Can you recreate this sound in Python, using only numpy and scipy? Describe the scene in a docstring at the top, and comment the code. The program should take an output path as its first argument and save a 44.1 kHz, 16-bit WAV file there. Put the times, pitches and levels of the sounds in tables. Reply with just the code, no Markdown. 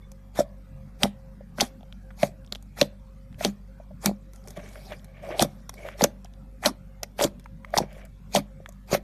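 """A faint squeak of three short notes comes first, over a motor hum; then fingers poke fluffy slime.
Indoors, the slime sits in a plastic bowl close to a phone microphone, the hum behind it.
Each poke tears the foam: noise bursts crack, thousands of clicks a second fizz,
sagging near-sine tones plop and low ones thump the bowl, which echoes and rings.
Between pokes the fingers drag the slime along the bowl: dense slips ring the resonances of its fold."""
import sys
import numpy as np
from scipy import signal
from scipy.fft import rfft, irfft, next_fast_len
from scipy.io import wavfile
from scipy.ndimage import uniform_filter1d

SR = 44100
rng = np.random.default_rng(int(sys.argv[2]) if len(sys.argv) > 2 else 0)


def dump_mix(stems):
    """Bounce the given channels to the path in sys.argv[1] as a 16-bit WAV at rate SR."""
    frames = np.atleast_2d(stems).T  # one column per channel
    limited = np.clip(frames, -1, 1)  # hard clip at full scale
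    pcm = np.round(limited * 32767).astype(np.int16)
    wavfile.write(sys.argv[1], SR, pcm)


def ratio_of_db(decibels):
    """Turn decibels (scalar or array-like) into linear amplitude factors; 0 dB maps to 1."""
    return 10 ** (np.asarray(decibels, float) / 20)


N = 398201  # samples

# skins of slime snapping: (peak time [s], peak level [dB], colour [Hz], length [ms])
CRACKS = [(0.118, -39, 6460, 1.2), (0.399, -29, 5900, 4.1), (1.0336, -0.5, 3570, 0.71),
          (1.585, -24, 1720, 1.2), (1.602, -20, 2210, 3.4), (1.608, -7, 4540, 0.91),
          (1.6116, -8.5, 4850, 1.7), (1.8086, -52, 3190, 0.95), (1.831, -49, 2970, 1.1),
          (1.926, -33, 2650, 0.54), (2.107, -42.5, 1820, 3.5), (2.2318, -11, 2900, 0.43),
          (2.4477, -47.5, 3300, 0.83), (2.464, -47.5, 5500, 0.91), (2.476, -49, 3530, 1.2),
          (2.5248, -13, 3960, 0.2), (2.5502, -27, 3600, 0.77), (2.5566, -26, 3330, 0.37),
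          (2.626, -39.5, 7220, 0.35), (2.8139, -3, 3310, 1.14), (2.829, -23.5, 3550, 1.8),
          (3.328, -47.5, 2400, 1.1), (3.345, -46.5, 2370, 1.1), (3.4083, -30, 1950, 2),
          (3.43, -38, 9100, 1), (3.449, -5.5, 4020, 0.6), (4.0598, -1.5, 5850, 0.27),
          (4.335, -38.5, 6610, 0.33), (4.3605, -42.5, 6320, .7), (4.44, -51, 4950, 1.3),
          (4.475, -34.5, 10370, 0.44), (4.484, -39, 6680, 2.8), (4.506, -39, 6280, 2.9),
          (4.57, -43, 3470, 1.9), (4.7573, -34, 1700, 1.2), (4.9227, -34.5, 2260, 3.1),
          (4.996, -51, 3520, 1.5), (5.045, -40.5, 11280, 1.5), (5.3952, -8, 3840, 0.76),
          (5.408, -22, 3930, 3.3), (5.4242, -3, 6220, 0.87), (5.6943, -24, 6400, 0.83),
          (5.7409, -37, 11900, 0.58), (5.8874, -24.5, 1850, 1.16), (6.0102, -20, 2070, 1.7),
          (6.0203, -18.5, 4300, 1.5), (6.040, -14.5, 2914, 2), (6.0398, -3, 6040, 1.56),
          (6.2466, -38.5, 5550, 1), (6.258, -45.5, 3200, 1.5), (6.3376, -49, 4020, 1),
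          (6.6378, -25, 1850, 1.5), (6.652, -18.5, 1997, 3.7), (6.66, -8.5, 4300, 2.8),
          (7.0327, -14, 5720, 0.39), (7.191, -28, 2400, 3), (7.2017, -23.5, 2300, 4.2),
          (7.2133, -17, 3580, 1), (7.2246, -13, 5770, 0.58), (7.23, -19, 5590, 1.9), (7.2398, -9, 5040, .7),
          (7.2446, -14.5, 4570, 0.97), (7.397, -43, 11860, 0.55), (7.443, -49, 5200, 1.3),
          (7.4596, -34, 1750, 1.2), (7.648, -31, 2010, 1.5), (7.705, -47.5, 6300, .8),
          (7.741, -22.5, 1730, 3.1), (7.7682, -19, 1770, 1.5), (7.777, -12, 4790, 2.9),
          (7.7838, -9.5, 5080, 1.1), (7.929, -47, 10000, 1.2), (8.0523, -39.5, 11220, 0.73),
          (8.35, -14.5, 5630, 1.7), (8.361, -16, 3570, 4.2), (8.6604, -28.5, 2050, 1.2),
          (8.6908, -35, 7600, 0.76), (8.7245, -47, 7000, 1.5), (8.932, -26, 2160, 3.4),
          (8.948, -22.5, 2130, 6.2)]
# spectrum of the spit of noise in a snap: (frequency [Hz], relative level [dB])
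SNAP_COLOUR = [(410, -45), (700, 12.5), (2630, -11.5), (3330, -6), (4400, -13), (6460, -7.5), (7750, -15.5),
               (9000, -8.5), (11700, -36.5), (19800, -120)]


def cracks():
    """A spit of noise leaning to the colour of the torn skin, a short ring there, and a thin top sizzle."""
    out = np.zeros(N)
    spit = coloured(rng.standard_normal(N + SR), SNAP_COLOUR)
    treble = signal.butter(4, 8000, "high", fs=SR, output="sos")
    sizzle = evened(signal.sosfilt(treble, rng.standard_normal(N + SR)))

    def wave(at, t, hz):
        # the sizzle of a 4 kHz snap is at -15 dB and grows 18 dB per octave of colour
        top_db = -15 + 18 * np.log2(hz / 4000)
        noise = signal.lfilter(*signal.butter(1, 0.18 * hz, "high", fs=SR), spit[at:at + len(t)])
        body = 0.7 * ratio_of_db(0.5 * top_db) * noise  # the brighter the snap, the broader its spit
        body += 0.666 * resonate_twice(noise, hz, 0.71 * hz)
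        body += 0.48 * evened(resonate(noise, hz, 0.15 * hz))
        return evened(body) + ratio_of_db(top_db) * sizzle[at:at + len(t)]

    for row in CRACKS:
        add(out, row, wave, bend=0.82, rise=0.46)
    return out


# fingers pressing or pulling the foam:
# (time of most pressure [s], fizz level [dB], time since touch [ms], level at touch [dB], time to fall 40 dB [ms])
PRESSES = [(0.399, -33, 40, -45, 52), (1.038, -30.5, 48, -61, 66.5), (1.612, -27.5, 35, -50, 91.5),
           (2.232, -32, 59, -59, 87.5), (2.818, -33.5, 45, -45.5, 71), (3.449, -31.5, 58, -50, 87.5),
           (4.064, -30, 48, -55.5, 64.5), (4.356, -56, 30, -69, 124.5), (4.49, -55.5, 104, -77.5, 300),
           (4.58, -57, 6.7, -43, 250), (4.921, -53.5, 283, -56, 245), (5.29, -55.5, 59, -58.5, 902.5),
           (5.42, -20, 56, -51.5, 48.5), (5.885, -55, 160, -62.5, 186.5), (6.014, -33.5, 33, -51.5, 60),
           (6.043, -25.5, 24, -42.5, 36.5), (6.665, -20, 67, -74, 49), (7.238, -24, 45.4, -38, 58),
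           (7.782, -34, 41, -44.5, 79), (7.983, -61, 120, -77.5, 109), (8.366, -21.5, 74.6, -72, 50),
           (8.944, -24, 63.5, -54, 48)]


def pressure():
    """How hard the foam fizzes: presses, the wake of each snap (more after bright ones), a resting trickle."""
    presses = [swell(*row, enter_ms=39, held_db=-20.5) for row in PRESSES]
    wakes = []
    for s, db, hz, _ in CRACKS:
        wake_db = db - 19.5 + 6.0 * np.log2(hz / 4000)
        wakes.append(swell(s, wake_db, 0, wake_db, fall_ms=23, enter_ms=5, held_db=-24.5))
    trickle = ratio_of_db(2 * -73.0)  # power of a -73 dB level
    return summed(presses + wakes + [trickle])


# spectrum of the bursting cells: (frequency [Hz], relative level [dB])
FIZZ_COLOUR = [(160, -34.5), (280, -14.5), (672, -3), (1480, -8.5), (2480, -7.5), (2830, -19.5),
               (3390, -11), (5660, -13), (7740, -16), (13400, -18.5), (14500, -33.5)]


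def fizz(press):
    """Thousands of tiny cells a second burst in clumps of changing colour; light handling favours the smallest."""
    clumps = evened(uniform_filter1d(rng.standard_normal(N), 90))
    cells = patchy(coloured(clicks(9000, 2.0), FIZZ_COLOUR), 3.9, size=256)
    large = signal.sosfiltfilt(signal.butter(2, 3200, fs=SR, output="sos"), cells)  # larger cells sound lower
    firm = np.clip(press / ratio_of_db(-48.5), 0.3, 1)
    return press * ratio_of_db(1.5 * clumps) * (cells - (1 - firm) * large)


# air pockets letting go: (peak time [s], peak level [dB], pitch [Hz], length [ms])
PLOPS = [(0.3922, -11, 600, 2.7), (0.4062, -10, 600, 3.15), (1.0377, -19, 760, 2.4),
         (1.0476, -10, 576, 0.3), (1.056, -16.5, 620, 1.4), (1.411, -40.5, 550, 4.8),
         (1.587, -30.5, 614, 5.4), (1.6043, -28.5, 816, 0.94), (1.612, -26, 774, 2.6),
         (1.6178, -14.5, 690, 1.64), (1.8105, -46, 656, 1.5), (1.8328, -42.5, 690, 2),
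         (2.2335, -7.5, 624, 3), (2.5267, -39.5, 735, 1.5), (2.556, -38.5, 600, 1.8),
         (2.789, -32, 720, 1.5), (2.8188, -9, 559, 3.8), (2.850, -36.5, 532, 8), (3.4125, -23.5, 672, 3.6),
         (3.4503, -13, 540, 1.1), (3.4551, -16, 530, 1.7), (3.469, -35, 610, 3), (3.803, -38.5, 642, 3.6),
         (3.912, -43, 618, 6.3), (4.046, -25, 560, 1.3), (4.0614, -18, 730, 0.26), (4.072, -27, 695, 2.3),
         (4.095, -22.5, 600, 2), (4.1133, -19, 420, 0.51), (4.5761, -32.5, 556, 2.8),
         (4.760, -42, 590, 6.3), (4.9216, -29.5, 600, 2.4), (5.3065, -21.5, 600, 0.6),
         (5.327, -33.5, 530, 2.1), (5.354, -31, 533, 2.1), (5.3987, -13, 716, 2.1),
         (5.414, -20.5, 775, 5.8), (5.4285, -12.5, 646, 2.4), (5.4501, -23, 573, 3),
         (5.8645, -42.5, 540, 4.4), (6.0117, -11.5, 725, 1.3), (6.023, -19, 513, 6.6),
         (6.036, -27, 624, 5.3), (6.0453, -6.5, 543, 2.05), (6.251, -41.5, 730, 2.9),
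         (6.629, -33, 730, 2.4), (6.6425, -35, 755, 1.8), (6.6641, -14.5, 600, 5.7),
         (6.6758, -24.5, 635, 3.8), (7.0325, -35, 622, 3.8), (7.194, -18, 633, 1.7), (7.2117, -7, 700, 0.4),
         (7.2199, -19, 575, 8.6), (7.239, -21.5, 600, 13.5), (7.2495, -21, 570, 2.4),
         (7.462, -43.5, 930, 2.3), (7.6477, -36.5, 1125, 1.7), (7.741, -15.5, 654, 2.9),
         (7.7699, -9.5, 760, 0.8), (7.7865, -9.5, 846, 2.1), (7.8049, -12, 523, 0.59),
         (7.8115, -22.5, 544, 3.1), (7.8371, -28, 500, 2), (7.9685, -43, 540, 2.5),
         (8.3524, -8.5, 720, 1.6), (8.364, -21, 626, 6.4), (8.374, -17.5, 608, 5.3),
         (8.6034, -38.5, 568, 1.7), (8.6904, -41.5, 630, 3), (8.9161, -23.5, 546, 0.84),
         (8.930, -13.5, 590, 2.6), (8.9372, -24.5, 402, 6.6), (8.9515, -15.5, 578, 6.1)]


def plops():
    """Air pockets let go as short tones that sag quickly in pitch."""
    return pockets(PLOPS, sag=4.8, bend=1.7, rough=0.25, rise=0.71)


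# the finger's push reaching the bowl: (peak time [s], peak level [dB], pitch [Hz], length [ms])
THUMPS = [(0.3943, -18.5, 227, 5.3), (1.0411, -15, 206, 5.8), (1.5879, -26.5, 216, 6.5),
          (1.629, -18, 235, 3.2), (1.6438, -43.5, 203, 5.9), (2.235, -15.5, 182, 4.3),
          (2.8222, -11.5, 266, 2.3), (3.457, -21, 199, 14.6), (4.0643, -19.5, 207, 8),
          (4.084, -26.5, 182.4, 24), (4.580, -30.5, 188, 6), (5.418, -13.5, 219.5, 5.9),
          (5.457, -24.5, 175, 4.8), (6.0277, -15, 219, 5.7), (6.0473, -20.5, 223.4, 6.2),
          (6.666, -22, 252, 10.5), (6.704, -31, 265, 10), (7.2196, -28, 228, 5), (7.2495, -14.5, 270, 2.9),
          (7.2773, -31.5, 220, 2.1), (7.7794, -19, 191, 2.4), (7.8165, -22.5, 170, 5.5),
          (8.370, -24, 203, 18.5), (8.396, -29, 220.5, 5), (8.9315, -16, 181.4, 3.8),
          (8.9767, -31.5, 182, 5.1)]


def thumps():
    """The push reaches the bowl as a low, rougher tone that starts fast."""
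    return pockets(THUMPS, sag=0.48, bend=0.67, rough=0.69, rise=0.25)


def squelch(press):
    """Small pockets gurgle at random while the foam is squeezed."""
    gurgle = sum(resonate_twice(clicks(60, 3.6), hz, 0.16 * hz) for hz in (203, 412, 590, 760))
    return ratio_of_db(-17) * uniform_filter1d(press, 600) ** 0.89 * gurgle


# the bowl rings on after a blow: (frequency [Hz], gain [dB], time to fade 136 dB [s])
RING = [(142.5, 5.5, 0.45), (202, 2, 0.58), (246.3, -3.5, 0.37), (343, 1.5, 0.092), (575, -3.5, 0.21),
        (690, -11, 0.14), (803, -4, 0.17)]


def bowl(bright, low):
    """The wall returns the bright sounds at once and rings on with the low ones."""
    lag = round(0.894 * SR / 1000)  # echo delay, from ms
    echo = ratio_of_db(-21) * np.r_[np.zeros(lag), bright[:-lag]]
    ring = sum(ratio_of_db(db) * resonate(low, hz, 5.0 / fade_s) for hz, db, fade_s in RING)
    return bright + echo + low + ring


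# slime dragged along the wall:
# (time of most pull [s], level [dB], time since grip [ms], time to fall 40 dB [ms], upper resonances [dB])
DRAGS = [(4.48, -50.5, 19, 402.5, -25), (4.57, -43.5, 3.5, 197, -5.5), (4.66, -50.5, 70, 500, -4.5),
         (4.775, -70, 36, 70, 11), (4.93, -38.5, 27, 60, -6.5), (5.08, -61, 80, 893, -7.5),
         (5.18, -53, 32, 196, -2.5), (5.348, -36, 113, 247, -10), (5.864, -42.5, 83, 330, -6),
         (7.826, -37.5, 5, 60, -12.5), (8.046, -52, 370, 80.5, -6.5)]
# resonances of the dragged fold of slime: (frequency [Hz], width of each filter pass [Hz], gain [dB])
FOLD = [(382, 200, -11), (770, 260, -14.5), (600, 140, 0.5), (1140, 170, -16), (1850, 1100, -0.5),
        (2265, 190, -3.5), (3018, 950, -9.5)]


def drag():
    """Dense sticky slips, in wet lumps, ring each resonance of the fold."""
    pulls = [swell(s, db, lead_ms, db - 8, fall_ms, enter_ms=55, held_db=-23.0)
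             for s, db, lead_ms, fall_ms, _ in DRAGS]
    low = summed(pulls)
    upper = summed(pull * ratio_of_db(2 * row[-1]) for pull, row in zip(pulls, DRAGS))
    out = np.zeros(N)
    for hz, width, db in FOLD:
        lumps = evened(uniform_filter1d(rng.standard_normal(N), 700))
        slips = ratio_of_db(3.5 * lumps) * clicks(1800, 3.3)
        out += ratio_of_db(db) * resonate_twice(slips, hz, width) * (low if hz < 1400 else upper)
    return out


# a faint squeak of three short notes: (peak time [s], peak level [dB], pitch [Hz], length [ms])
SQUEAK = [(0.022, -60, 3500, 3.9), (0.032, -59, 2200, 11), (0.046, -63, 3500, 15)]


def squeak():
    """Three brief near-sine notes, hardly sagging or rough."""
    return pockets(SQUEAK, sag=0.11, bend=1.1, rough=0.14, rise=0.57)


def settling():
    """Sparse small cells burst in the foam, about five a second at each of five pitches."""
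    return ratio_of_db(-61.5) * sum(resonate(clicks(5.1, 2.8), hz, 0.45 * hz) for hz in (1300, 2167, 3370, 5720, 8500))


# how long the room holds each band: (frequency [Hz], time to fall 60 dB [s])
ROOM = [(150, .3), (600, 0.33), (2500, 0.26), (6000, 0.14)]


def room(x):
    """A noise tail, each band dying at its own speed."""
    hz, t, z = signal.stft(rng.standard_normal(SR // 2), SR, nperseg=512)
    fading = ratio_of_db(-60 * t / read(ROOM, hz)[:, None])
    tail = signal.istft(z * fading, SR, nperseg=512)[1]
    delayed = np.r_[np.zeros(200), tail / np.linalg.norm(tail)]  # 200 samples before the tail
    return signal.fftconvolve(x, delayed)[:N]


# the hum: (multiple of the motor turn, rms level before wavering [dB], wavering [dB])
HUM = [(1, -47, 1.9), (2, -57.5, 1.5), (3, -59.5, 0.5), (4, -63, 7), (5, -69.5, 3), (11, -67.5, 7.5)]


def hum():
    """Multiples of a motor turn near 48.5 Hz, each wavering in level."""
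    turns = np.cumsum(48.5 * (1 + 0.0033 * wander(1.5))) / SR
    out = np.zeros(N)
    for multiple, db, waver_db in HUM:
        level = ratio_of_db(db + waver_db * np.clip(wander(6.6), -3, 1.4))
        out += np.sqrt(2) * level * np.sin(2 * np.pi * (multiple * turns + rng.random()))
    return out


# spectrum of the room's rumble and hiss: (frequency [Hz], relative level [dB])
AIR = [(15, -7), (30, -12.5), (70, -5), (120, -0.5), (200, 2.5), (250, -6), (320, -20.5), (600, -24.5),
       (1250, -24), (2300, -30), (3000, -37), (6000, -43.5), (10500, -47), (13900, -41), (14800, -75)]


def air():
    """Room noise that swells a little around -51.5 dB."""
    return ratio_of_db(-51.5 + 0.53 * wander(4.4)) * patchy(coloured(rng.standard_normal(N), AIR), 4.1)


def pockets(rows, sag, bend, rough, rise):
    """A near sine whose pitch sags as the pocket settles, a little roughened by the wet wall."""
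    out, noise = np.zeros(N), rng.standard_normal(N + SR)
    for row in rows:
        phase = rng.random()

        def wave(at, t, hz):
            tone = np.cos(2 * np.pi * (hz * t * (1 - sag * t) + phase))
            return tone + rough * resonate_twice(noise[at:at + len(t)], hz, 0.54 * hz)

        add(out, row, wave, bend, rise)
    return out


def add(mix, row, wave, bend, rise, pad=441):
    """Adds one burst: 8 dB up within a share of its length, 8 dB down within its length, then fading on."""
    s, db, hz, fall_ms = row
    ms = np.arange(-pad, 5 * pad) / SR * 1000
    before_peak = (abs(ms) / max(rise * fall_ms, 0.3)) ** 2
    after_peak = (abs(ms) / fall_ms) ** bend
    fall_db = 8 * np.where(ms < 0, before_peak, after_peak)
    # the envelope is smoothed over half a cycle, its ends tapered
    shape = uniform_filter1d(ratio_of_db(-fall_db), 1 + round(SR / hz / 2)) * signal.windows.tukey(len(ms), 0.1)
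    at = round(s * SR) - pad
    burst = shape * wave(at, ms / 1000, hz)
    # as much energy as a sine of this peak level under the same envelope
    burst *= ratio_of_db(db) * np.linalg.norm(shape) / np.linalg.norm(burst) / np.sqrt(2)
    part = mix[at:at + len(ms)]
    part += burst[:len(part)]


def swell(s, db, lead_ms, touch_db, fall_ms, enter_ms, held_db):
    """Power that sets in at the touch, climbs to its top, sinks by held_db while held, then lets go."""
    lead_ms = max(lead_ms, 0.1)
    ms = np.array([-3 * enter_ms - lead_ms, -lead_ms, 0, 0.6 * fall_ms, fall_ms, 3 * fall_ms])
    level_db = [touch_db - 120, touch_db, db, db + held_db, db - 40, db - 120]
    return ratio_of_db(2 * np.interp(np.arange(0, N, 16) / SR, s + ms / 1000, level_db))


def summed(powers):
    """Adds powers kept at every 16th sample into a gain for every sample."""
    return np.interp(np.arange(N), np.arange(0, N, 16), np.sqrt(sum(powers)))


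def clicks(per_s, spread_db):
    """Random clicks of either sign, a few of them large."""
    size = ratio_of_db(spread_db * np.minimum(rng.exponential(1, N), 4)) * rng.choice([-1, 1], N)
    return size * (rng.random(N) < per_s / SR)


def wander(corner_hz):
    """Slow random drift of rms 1: low-passed noise drawn 40 times a second."""
    steps = rng.standard_normal(int(N / SR * 40) + 2)
    steps = signal.lfilter([1], [1, -np.exp(-2 * np.pi * corner_hz / 40)], steps)
    return np.interp(np.arange(N) / SR * 40, np.arange(len(steps)), evened(steps))


def patchy(x, spread_db, size=1024):
    """Gives x drifting louder and softer patches over time and frequency, rms 1."""
    z = signal.stft(x, nperseg=size)[2]
    across_bands = uniform_filter1d(rng.standard_normal(z.shape), 5, 0)
    patches = evened(uniform_filter1d(across_bands, 10, 1))
    return evened(signal.istft(z * ratio_of_db(spread_db * patches), nperseg=size)[1][:N])


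def coloured(x, points):
    """Gives x the colour of a spectrum, rms 1."""
    size = next_fast_len(len(x))
    gain = ratio_of_db(read(points, np.fft.rfftfreq(size, 1 / SR)))
    return evened(irfft(rfft(x, size) * gain, size)[:len(x)])


def read(points, hz):
    """Reads a spectrum on a log-frequency axis."""
    f, value = np.transpose(points)
    return np.interp(np.log(hz + 1), np.log(f + 1), value)


def resonate(x, hz, width):
    """A fixed resonance of gain 1."""
    return signal.lfilter(*signal.iirpeak(np.clip(hz, 20, 15000), max(hz / width, 0.3), SR), x)


def resonate_twice(x, hz, width):
    """Two passes of one resonance for steeper sides, rms 1."""
    return evened(resonate(resonate(x, hz, width), hz, width))


def evened(x):
    """Scales to rms 1."""
    return x / np.sqrt(np.mean(x ** 2) + 1e-20)


def scene():
    """Slime close by, a little room, hum behind."""
    press = pressure()
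    bright = cracks() + fizz(press) + settling()
    low = plops() + thumps() + squelch(press)
    slime = bowl(bright, low) + drag() + squeak()
    return (slime + ratio_of_db(-27.5) * room(slime) + hum() + air())[None]


def top_cut(x):
    """Nothing passes above the cut-off."""
    return signal.sosfilt(signal.butter(12, 14770, fs=SR, output="sos"), x)


def record(dry):
    """The loudest peaks saturate softly, then the band ends near 14.3 kHz."""
    held = 0.95 * np.tanh(dry / 0.95)
    edge = signal.firwin(401, 14300, window=("kaiser", 8.0), fs=SR)
    mix = signal.oaconvolve(held, edge[None], "same")
    return top_cut(mix)


dry = scene()
out = record(dry)
dump_mix(out)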